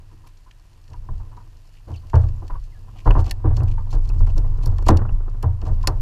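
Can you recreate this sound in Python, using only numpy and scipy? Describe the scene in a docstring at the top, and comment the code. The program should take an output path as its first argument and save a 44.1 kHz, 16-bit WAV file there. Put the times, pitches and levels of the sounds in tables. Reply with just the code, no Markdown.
"""A freshly landed fish thrashes in an angler's lap on a plastic kayak, out at sea.
The microphone is in a camera fixed to the bow, so most of the sound reaches it through the boat.
The fish thumps the hollow hull and scrubs over wet, squeaking clothing; its tail slaps and the
fishing gear clicks and raps on the deck. Close by, small waves plop against the side.
Wind and rocking shake the camera with a deep rumble; open water hisses faintly behind it all."""
import sys
import numpy as np
from scipy import signal
from scipy.fft import rfft, irfft
from scipy.io import wavfile
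from scipy.ndimage import uniform_filter1d

SR = 44100
rng = np.random.default_rng(int(sys.argv[2]) if len(sys.argv) > 2 else 0)


def unload_audio(sound):
    """Save the sound as a 16-bit wav file, at the path given as the first command line argument."""
    columns = np.transpose(np.atleast_2d(sound))
    # keep every value between -1 and 1, then stretch to whole-number steps
    steps = np.round(np.clip(columns, -1, 1) * 32767)
    wavfile.write(sys.argv[1], SR, steps.astype(np.int16))


N = 265041
TIME = np.arange(N) / SR


def amp(db):
    """Decibels to gain."""
    return 10 ** (np.asarray(db) / 20)


def unit_rms(x):
    """Scales to rms 1."""
    return x / np.sqrt(np.mean(x ** 2) + 1e-20)


def unit_burst(x):
    """Scales so that the loudest 4 ms have rms 1."""
    return x / np.sqrt(uniform_filter1d(x ** 2, 176).max() + 1e-20)


def coloured(x, spectrum):
    """Filters x by rows of frequency_hz, level_db, joined on a log-frequency axis; rms 1."""
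    hz, db = np.transpose(spectrum)
    bins_hz = np.fft.rfftfreq(len(x), 1 / SR)
    gain = amp(np.interp(np.log(bins_hz + 1), np.log(hz + 1), db))
    return unit_rms(irfft(rfft(x) * gain, len(x)))


def noise(spectrum, samples):
    """Random noise with the given spectrum, at rms 1."""
    return coloured(rng.standard_normal(samples), spectrum)


def add(mix, start_s, sound):
    """Mixes a sound in at start_s."""
    part = mix[max(round(start_s * SR), 0):][:len(sound)]
    part += sound[:len(part)]


def level_curve(points):
    """Joins rows of time_s, level_db over the whole scene."""
    return np.interp(TIME, *np.transpose(points))


def swell(t, rise_s):
    """A soft start that takes about rise_s."""
    return 1 - np.exp(-(t / rise_s) ** 2)


def decay(t, t60_s):
    """A fade that loses 60 dB every t60_s."""
    return amp(-60 * t / t60_s)


def ring(modes, t, detune):
    """Dying sines, one row a mode; each place of impact weights and loads them differently."""
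    hz, db, t60_s = np.transpose(modes)[:, :, None]
    weight_db, shift, phase = rng.standard_normal((3, len(hz), 1))
    cycles = hz * (1 + detune * shift) * t + phase
    return amp(db + weight_db) * decay(t, t60_s) * np.sin(2 * np.pi * cycles)


def grains(per_s, spread_db):
    """Random tiny impacts of unequal size."""
    size = amp(spread_db * np.minimum(rng.exponential(1, N), 4))
    return unit_rms(size * rng.standard_normal(N) * (rng.random(N) < per_s / SR))


def throb(spectrum, smooth_samples):
    """Low narrow-band shaking whose strength stays fairly even."""
    shaking = noise(spectrum, N)
    power = uniform_filter1d(abs(signal.hilbert(shaking)) ** 2, smooth_samples)
    return unit_rms(shaking / np.sqrt(power + 0.3))


# Open water all around the kayak: frequency_hz, level_db
SEA_SPECTRUM = [(88, -17.5), (150, 12.5), (213, -15.5), (320, -8), (389, -20), (672, -7.5), (1010, -17),
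                (1250, -10), (1880, -9), (2160, -15), (2620, -12), (3380, -14.5), (7080, -18.5),
                (14300, -26.5), (15700, -42.5)]


def sea(level_db=-64.5):
    """The faint, even hiss of open water, farthest from the microphone."""
    return amp(level_db) * noise(SEA_SPECTRUM, N)


# The boat lurching under the camera as the fish throws its weight: start_s, level_db
LURCHES = [(0.96, -29), (1.09, -21), (2.125, -16), (2.23, -20), (2.5, -21), (3.053, -5), (3.45, -11.5),
           (3.67, -13.5), (3.922, -11), (4.18, -10.5), (4.34, -12.5), (4.66, -15.5), (4.829, -9.5),
           (5.098, -14.5), (5.69, -16)]


def lurching(rise_s=0.018, hold_s=0.034, t60_s=0.58):
    """Gain of the deep thuds: each swells, holds briefly and dies; overlapping ones add in power."""
    power, t = np.zeros(N), np.arange(SR) / SR
    shape = swell(t, rise_s) * decay(np.maximum(t - hold_s, 0), t60_s)
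    for start_s, db in LURCHES:
        add(power, start_s, (amp(db) * shape) ** 2)
    return np.sqrt(power)


# How hard the fish struggles, as heard through the hull: time_s, level_db
EFFORT = [(0.0, -63), (0.48, -71.5), (0.85, -67), (1.17, -58), (1.75, -69.5), (2.39, -55.5), (2.57, -67),
          (2.86, -60), (3.24, -58.5), (3.59, -50), (4.01, -53.5), (4.14, -49.5), (4.71, -50.5),
          (4.86, -49.5), (4.98, -45), (5.25, -55), (5.46, -53.5), (6.0, -50)]


def struggle(share, busy_db=-50):
    """Gain that follows a share of the fish's effort in dB; 1 at busy_db."""
    return amp(share * (level_curve(EFFORT) - busy_db))


# Wind and swell, right on the camera: time_s, level_db
WIND_LEVEL = [(0.0, -48), (0.33, -49), (0.72, -52), (1.14, -42), (1.49, -45), (1.69, -49.5), (2.32, -34.5),
              (2.97, -42.5), (3.26, -30), (3.98, -28), (4.13, -19.5), (4.26, -20), (5.5, -29), (6.0, -23)]
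# The shaken camera's rumble and the hull's drone beneath it: frequency_hz, level_db
RUMBLE_SPECTRUM = [(8, -49), (18, -11.5), (26.5, -1.5), (31, -9), (45, -16), (60, -24), (100, -55),
                   (300, -99)]
DRONE_SPECTRUM = [(35, -32.5), (62, -34), (82, 5.5), (96, 1), (115, -1), (145, -20.5), (195, -23),
                  (260, -33), (400, -67), (1000, -100)]


def wind_and_rocking(wind_db=4, effort_drone_db=-28, lurch_drone_db=-14):
    """Wind and the lurching boat shake the camera; the hull drones with every movement."""
    lurch = lurching()
    wind = amp(wind_db + level_curve(WIND_LEVEL))
    rumble = np.hypot(wind, lurch) * throb(RUMBLE_SPECTRUM, smooth_samples=3000)
    drone_gain = np.hypot(amp(effort_drone_db) * struggle(share=1.39), amp(lurch_drone_db) * lurch)
    return rumble + drone_gain * throb(DRONE_SPECTRUM, smooth_samples=2000)


# Small waves at the waterline, just below the microphone: start_s, level_db, pitch_hz, rise_s
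PLOPS = [(0.112, -52.5, 960, 0.0041), (0.232, -52.5, 952, 0.011), (0.258, -52.5, 1055, 0.0057),
         (0.456, -51, 1012, 0.022), (0.934, -40.5, 958, 0.0066), (1.194, -46, 893, 0.013),
         (1.309, -47.5, 980, 0.018), (1.364, -40, 967, 0.0093), (1.396, -47.5, 950, 0.01),
         (2.496, -33, 990, 0.0062), (2.524, -41, 950, 0.023), (2.552, -37, 1110, 0.0024),
         (2.878, -46.5, 1007, 0.0035), (2.956, -49, 720, 0.0047), (3.778, -33.5, 897, 0.0044),
         (5.836, -31, 1034, 0.0026)]


def wave_plops(gain_db=-2, pocket_t60_s=0.082, glide=0.21, pat_db=-3, pat_t60_s=0.092):
    """A trapped pocket of air rings and rises in pitch while the water pats the shell."""
    out, t = np.zeros(N), np.arange(SR // 5) / SR
    pat_spectrum = [(200, 2), (650, -3), (1000, 7), (1600, -9), (2200, -21), (5000, -44)]
    for start_s, db, hz, rise_s in PLOPS:
        pocket = np.sin(2 * np.pi * hz * t * (1 + glide * t)) * decay(t, pocket_t60_s)
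        pat = amp(pat_db) * noise(pat_spectrum, len(t)) * decay(t, pat_t60_s)
        add(out, start_s, amp(db + gain_db) * unit_burst((pocket + pat) * swell(t, rise_s)))
    return out


# The angler's sleeves and vest, back at the seat: time_s, level_db
CLOTH_LEVEL = [(0.0, -69.5), (1.55, -68), (2.0, -65), (2.67, -66), (3.02, -66.5), (3.16, -61.5),
               (3.29, -68), (3.41, -72.5), (4.09, -64), (4.9, -67.5), (5.15, -76), (5.55, -71), (5.83, -64),
               (6.0, -66)]
# Rubbed cloth, heard through the air: frequency_hz, level_db
CLOTH_SPECTRUM = [(700, -25), (2000, -3.5), (2800, 7), (3500, -3.5), (4600, 3), (7200, -3.5), (8500, -7),
                  (13000, -6), (16000, -26)]
# Resonances of the hard fishing gear on board: pitch_hz, level_db, t60_s
GEAR_MODES = [(1790, -1, 0.044), (2260, -24, 0.013), (2640, -4, 0.032), (2880, 1, 0.023),
              (4326, -3.5, 0.037), (4410, 14.5, 0.017), (4940, 4.5, 0.021), (5085, -3, 0.03),
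              (5320, 4.5, 0.022), (5640, 4, 0.022), (6500, -29, 0.027), (6985, 13.5, 0.011),
              (7810, -1, 0.02), (8050, -21.5, .025), (10300, -10, 0.01), (12400, -10, 0.0092)]


def clothing_rustle(gain_db=-2, tackle_db=-7):
    """Small slips of cloth rustle and jostle the tackle."""
    t = np.arange(SR // 6) / SR
    jostles = grains(per_s=150, spread_db=2)
    fibres = coloured(grains(per_s=2500, spread_db=2.5), CLOTH_SPECTRUM)
    gear = ring(GEAR_MODES, t, detune=0.0023).sum(0)
    tackle = unit_rms(signal.oaconvolve(jostles, gear)[:N])
    return amp(gain_db + level_curve(CLOTH_LEVEL)) * unit_rms(fibres + amp(tackle_db) * tackle)


# Loose gear on the deck, behind the bow: start_s, level_db, relative_ping_db
RAPS = [(3.105, -21, -12), (3.153, -26, -30), (3.603, -29.5, -22), (4.098, -36, -14), (4.298, -43.5, -12),
        (4.583, -39.5, -24), (4.824, -36.5, -29), (4.988, -29.5, -30), (5.016, -28.5, -42),
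        (5.052, -32.5, -41), (5.09, -35, -17), (5.205, -40.5, -36), (5.235, -50, -32), (5.279, -37.5, -34),
        (5.344, -42.5, -35)]
# The deck's dry knock: frequency_hz, level_db
RAP_SPECTRUM = [(300, 13), (700, 5.5), (1100, 7.5), (1400, 3), (1800, -9), (2200, -21), (3400, -47),
                (6000, -66), (16000, -87)]


def gear_raps(gain_db=1, knock_t60_s=0.051, ping_t60_s=0.014):
    """Loose gear bounces on the deck with short, dry knocks; some carry a brief, bright ping."""
    out, t = np.zeros(N), np.arange(SR // 10) / SR
    ping_spectrum = [(1940, -40), (2590, 0), (2850, 0), (3500, -40)]
    for start_s, db, ping_db in RAPS:
        knock = unit_burst(noise(RAP_SPECTRUM, len(t)) * decay(t, knock_t60_s) * swell(t, 0.00088))
        ping = unit_burst(noise(ping_spectrum, len(t)) * decay(t, ping_t60_s) * swell(t, 0.0051))
        add(out, start_s, amp(db + gain_db) * (knock + amp(ping_db) * ping))
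    return out


# Wet cloth and line rubbing, faint at the bow: start_s, length_s, start_hz, end_hz, level_db
SQUEAKS = [(1.935, 0.03, 3170, 2420, -50.5), (1.96, 0.029, 4720, 4260, -54.5),
           (1.971, .014, 2580, 3320, -58), (2.356, 0.017, 6950, 6950, -65), (2.718, 0.025, 2100, 1960, -61),
           (2.74, 0.049, 1740, 1650, -60.5)]


def wet_squeaks(jitter=0.041):
    """Cloth and line stick and slip at an unsteady, gliding rate."""
    out = np.zeros(N)
    for start_s, length_s, start_hz, end_hz, db in SQUEAKS:
        stroke = signal.windows.tukey(round(length_s * SR), 0.5)
        wobble = unit_rms(uniform_filter1d(rng.standard_normal(len(stroke)), size=40))
        hz = np.linspace(start_hz, end_hz, len(stroke)) * (1 + jitter * wobble)
        add(out, start_s, amp(db) * stroke * np.sin(2 * np.pi * np.cumsum(hz) / SR))
    return out


# The fish sliding over the wet lap: middle_s, length_s, level_db, below_3khz_db
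SWIPES = [(0.283, 0.06, -61, -1), (1.758, .12, -62, 11), (1.946, 0.1, -57.5, -2), (2.22, 0.12, -63.5, -3),
          (2.652, 0.088, -64, -6), (2.986, 0.1, -54.5, 8.5), (3.064, 0.049, -53.5, -1),
          (3.134, 0.099, -62, 7), (3.2, 0.072, -51, -2), (3.273, .072, -48, 2), (3.572, 0.11, -58, -7),
          (3.705, .11, -55.5, 3), (3.93, .096, -51.5, -5), (4.065, 0.099, -57.5, -1),
          (4.197, 0.04, -57.5, -16), (4.291, 0.067, -57.5, 1), (4.365, 0.03, -57, -8),
          (4.638, 0.059, -54, -2), (4.889, 0.078, -38, 2.5), (5.67, 0.064, -51, -0.5),
          (5.837, 0.071, -57, -2)]


def scale_swipes(snap_t60_s=0.054, fine_db=-4, top_db=-9):
    """Scales catch and let go of the cloth: a short swell of crackle."""
    out, t = np.zeros(N), np.arange(SR // 80) / SR
    snap = rng.standard_normal(len(t)) * decay(t, snap_t60_s)
    catches = unit_rms(signal.oaconvolve(grains(per_s=170, spread_db=3), snap)[:N])
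    crackle = catches + amp(fine_db) * grains(per_s=900, spread_db=4)
    for middle_s, length_s, db, low_db in SWIPES:
        stroke = np.hanning(round(length_s * SR))
        slips = crackle[round(middle_s * SR):][:len(stroke)]
        rustle = coloured(slips, CLOTH_SPECTRUM)
        wet = coloured(rustle, [(3000, low_db), (4200, 0.0073), (7500, 0), (11000, top_db)])
        add(out, middle_s - length_s / 2, amp(db) * wet * stroke)
    return out


# Resonances of the plastic hull that carries the camera: pitch_hz, level_db, t60_s
HULL_MODES = [(82.82, 0, 0.35), (100.24, -12.5, 0.47), (111, -2.5, 0.28), (201, -4, 0.14), (242, -7, 0.12),
              (278, -9, 0.25), (312, -1, 0.13), (358.8, -3.5, 0.15), (459.3, -6, 0.13), (554.4, -11.5, 0.1),
              (631, -11, 0.23), (757.5, -10, 0.2), (786.4, -9.5, 0.08), (908, -6, 0.042),
              (923.5, -15, 0.27), (985, 6.5, 0.028), (1036.5, -2.5, 0.054), (1153, -7, 0.087),
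              (1367, -11.5, 0.065), (1526, -25.5, 0.16), (1633, -20.5, .085), (1820, -13.5, 0.019)]
# The shell's dense, weak resonances, heard as noise: frequency_hz, level_db
SHELL_SPECTRUM = [(100, -55), (200, -4.5), (450, 1.5), (600, -1.5), (1000, -2.5), (1300, -12), (1800, -19),
                  (2200, -31), (3000, -34.5), (5000, -47.5), (16000, -87.5)]
BOOM_BELOW_HZ, DECK_ABOVE_HZ = 170, 590


def hull_scrub(level_db=-51, shell_db=-3):
    """Small slips of the fish rattle the hull's shell, louder the harder it struggles."""
    t = np.arange(SR // 6) / SR
    upper_modes = [mode for mode in HULL_MODES if mode[0] > BOOM_BELOW_HZ]
    ringing = ring(upper_modes, t, detune=0.001).sum(0)
    slips = unit_rms(signal.oaconvolve(grains(per_s=500, spread_db=2), ringing)[:N])
    scuffs = coloured(grains(per_s=1200, spread_db=2), SHELL_SPECTRUM)
    return amp(level_db) * struggle(share=0.84) * unit_rms(slips + amp(shell_db) * scuffs)


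# Tail slaps and gear clicks around the seat: start_s, level_db, low_tilt_db, top_tilt_db
SLAPS = [(0.2696, -54.5, -2, 14), (0.371, -57, -11, -24), (0.5093, -48, 4, -30), (0.729, -59.5, -7, -25.5),
         (0.877, -55, -4, -23), (0.931, -50.5, -3, -25), (2.0968, -49, -5, -5), (2.1535, -41, -2, -6),
         (2.2844, -51, -3, -25), (2.4778, -48.5, -5, 0), (3.1057, -29, 10, -1), (3.192, -51, -3, -13),
         (3.2084, -51, -10, 3), (3.241, -48, -12, -23), (3.263, -45, -16, -4), (3.2945, -41.5, -10, -17),
         (3.3095, -24.5, -3, 5.5), (3.566, -37.5, -11.5, -7), (3.632, -49, -28, 8), (3.927, -44, -8, -10),
         (4.0888, -43, -21, -4), (4.266, -47.5, -3, -2), (4.3776, -38, -10, -0.5), (4.6575, -35, -14, 9),
         (4.671, -45, -15, 4), (4.782, -42.5, 1.5, -2), (4.823, -51.5, -16, 1), (4.864, -38, -13, -3),
         (4.8834, -22, -3.5, -1.5), (4.887, -25, -21, -2), (4.97, -33, -8.5, -5),
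         (5.4253, -39.5, -2.5, 4.5), (5.6141, -46.5, -1, -45), (5.8284, -46.5, -6, -35),
         (5.8717, -14.5, -11.5, 0.5)]
# The crack of a wet slap at close range: frequency_hz, level_db
SLAP_SPECTRUM = [(300, -43), (1500, -3.5), (2900, 0), (3500, -3), (4600, 1.5), (7200, -4), (8800, -13.5),
                 (12500, -21), (15000, -24), (17000, -47)]


def slaps_and_clicks(gain_db=-2, crack_db=1, scatter_db=-26, scatter_t60_s=0.062, ticks_per_s=2):
    """A short wet crack sets the hard gear ringing; the deck scatters a faint after-sound."""
    out, t = np.zeros(N), np.arange(SR // 8) / SR
    tackle_ticks = [(start_s, -59, -14, -16) for start_s in TIME[rng.random(N) < ticks_per_s / SR]]
    for start_s, db, low_db, top_db in SLAPS + tackle_ticks:
        crack_t60_s = 0.023 * 0.5 ** ((db + 45) / 39)  # harder hits snap shorter
        fade = decay(t, crack_t60_s) + amp(scatter_db) * decay(t, scatter_t60_s)
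        crack = amp(crack_db) * noise(SLAP_SPECTRUM, len(t)) * fade
        gear = unit_burst(ring(GEAR_MODES, t, detune=0.00063).sum(0))
        hit = np.pad((gear + crack) * swell(t, 0.0022), (SR // 100, 0))  # 10 ms lead for the filter
        hardness = [(3100, low_db + 7), (4000, 0), (7500, 0), (10500, top_db + 9)]
        add(out, start_s - 0.01, amp(db + gain_db) * unit_burst(coloured(hit, hardness)))
    return out


# The fish's blows, carried through the boat to the bow: start_s, deck_db, wall_db, boom_db, contact_s
THUMPS = [(0.114, -73, -51.5, -41, 0.014), (0.896, -53.5, -50, -33.5, 0.02),
          (1.088, -36, -43, -24, 0.00054), (1.867, -42.5, -40, -33.5, 0.02), (1.902, -43, -36, -23, 0.007),
          (2.034, -53.5, -48.5, -38, 0.0069), (2.132, -23, -49, -31.5, 0.0039),
          (2.139, -16.5, -35, -2.5, 0.0024), (2.158, -27.5, -50, -23, 0.0029),
          (2.237, -39.5, -38, -17.5, 0.00094), (2.292, -53, -44, -30, 0.0027),
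          (2.419, -39.5, -43, -31, 0.0052), (3.056, -25, -30.5, -10, .005),
          (3.066, -25, -24.5, -31, 0.0012), (3.074, -15, -21, -21, 0.0018), (3.106, -25, -31, -30, 0.0008),
          (3.15, -26, -43, -32, 0.002), (3.162, -23, -25, -9.5, 0.0047), (3.187, -28, -32, -22, 0.0063),
          (3.263, -37, -34, -27, 0.0081), (3.31, -40, -43, -25, .002), (3.44, -30, -22, -15, 0.0059),
          (3.45, -28.5, -24, -9, 0.0076), (3.506, -35, -43, -10.5, 0.0057), (3.57, -36.5, -33, -12, 0.0062),
          (3.613, -35, -33.5, -9, 0.0076), (3.698, -48, -41.5, -31, 0.0021), (3.926, -34, -33, -21, 0.0081),
          (3.956, -41.5, -36, -26.5, .004), (4.159, -70, -38, -16, 0.0018),
          (4.205, -35, -35.5, -17, 0.0021), (4.269, -39, -46, -36, 0.0046), (4.362, -37.5, -31, -37, 0.013),
          (4.442, -40, -39, -27, 0.0057), (4.63, -41.5, -35, -37, 0.01), (4.662, -37, -36, -14, 0.004),
          (4.718, -42, -39, -21, 0.0054), (4.787, -36.5, -41, -22, .001),
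          (4.865, -24.5, -23.5, -20, 0.0036), (4.888, -6.5, -14.5, -23, 0.0018),
          (4.895, -17, -12.5, -5, .003), (4.917, -28, -14.5, -17, 0.0011), (5.43, -30.5, -35, -21, 0.0037),
          (5.439, -29, -27, -10, .003), (5.617, -39, -34.5, -27, 0.0085), (5.652, -34, -57, -19.5, 0.018),
          (5.696, -39.5, -36, -13.5, 0.00065), (5.875, -21, -32, -25, 0.00041),
          (5.883, -23, -28, -30, 0.0011)]


def fish_thumps(boom_rise_s=0.011, shell_db=-8, shell_t60_s=0.25, direct_db=4, direct_t60_s=0.038):
    """The stiff deck knocks, the walls ring, and the hollow hull booms alike wherever it is struck."""
    out, t = np.zeros(N), np.arange(SR * 3 // 5) / SR
    hull = np.array(HULL_MODES)
    low, high = hull[:, 0] < BOOM_BELOW_HZ, hull[:, 0] > DECK_ABOVE_HZ
    first_wave = 1 + amp(direct_db) * decay(t, direct_t60_s)  # strong before it spreads through the hull
    hollow = sum(amp(db) * decay(t, t60_s) * np.sin(2 * np.pi * hz * t) for hz, db, t60_s in hull[low])
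    boom = unit_burst(hollow * swell(t, boom_rise_s))
    for start_s, deck_db, wall_db, boom_db, contact_s in THUMPS:
        modes = ring(hull, t, detune=0.002)
        shell = amp(shell_db) * noise(SHELL_SPECTRUM, len(t)) * decay(t, shell_t60_s)
        deck = unit_burst(modes[high].sum(0)) + shell
        knock = unit_burst(deck * first_wave * swell(t, contact_s))
        walls = unit_burst(modes[~low & ~high].sum(0) * swell(t, 1.06 * contact_s))
        thump = amp(deck_db - 1) * knock + amp(wall_db - 2) * walls + amp(boom_db - 2) * boom
        add(out, start_s, thump)
    return out


def scene():
    """Everything reaches one microphone on the bow, mostly through the boat."""
    events = fish_thumps() + wave_plops() + gear_raps()
    events += slaps_and_clicks() + scale_swipes() + wet_squeaks()
    background = wind_and_rocking() + hull_scrub() + clothing_rustle() + sea()
    return (events + background)[None]


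def record(dry, ceiling=0.92, cutoff_hz=15600):
    """The camera rounds off the loudest peaks, then cuts the highest treble."""
    rounded = dry / (1 + (dry / ceiling) ** 6) ** (1 / 6)
    lowpass = signal.firwin(511, cutoff_hz, window=("kaiser", 9), fs=SR)
    return signal.oaconvolve(rounded, lowpass[None], "same")


dry = scene()
out = record(dry)
unload_audio(out)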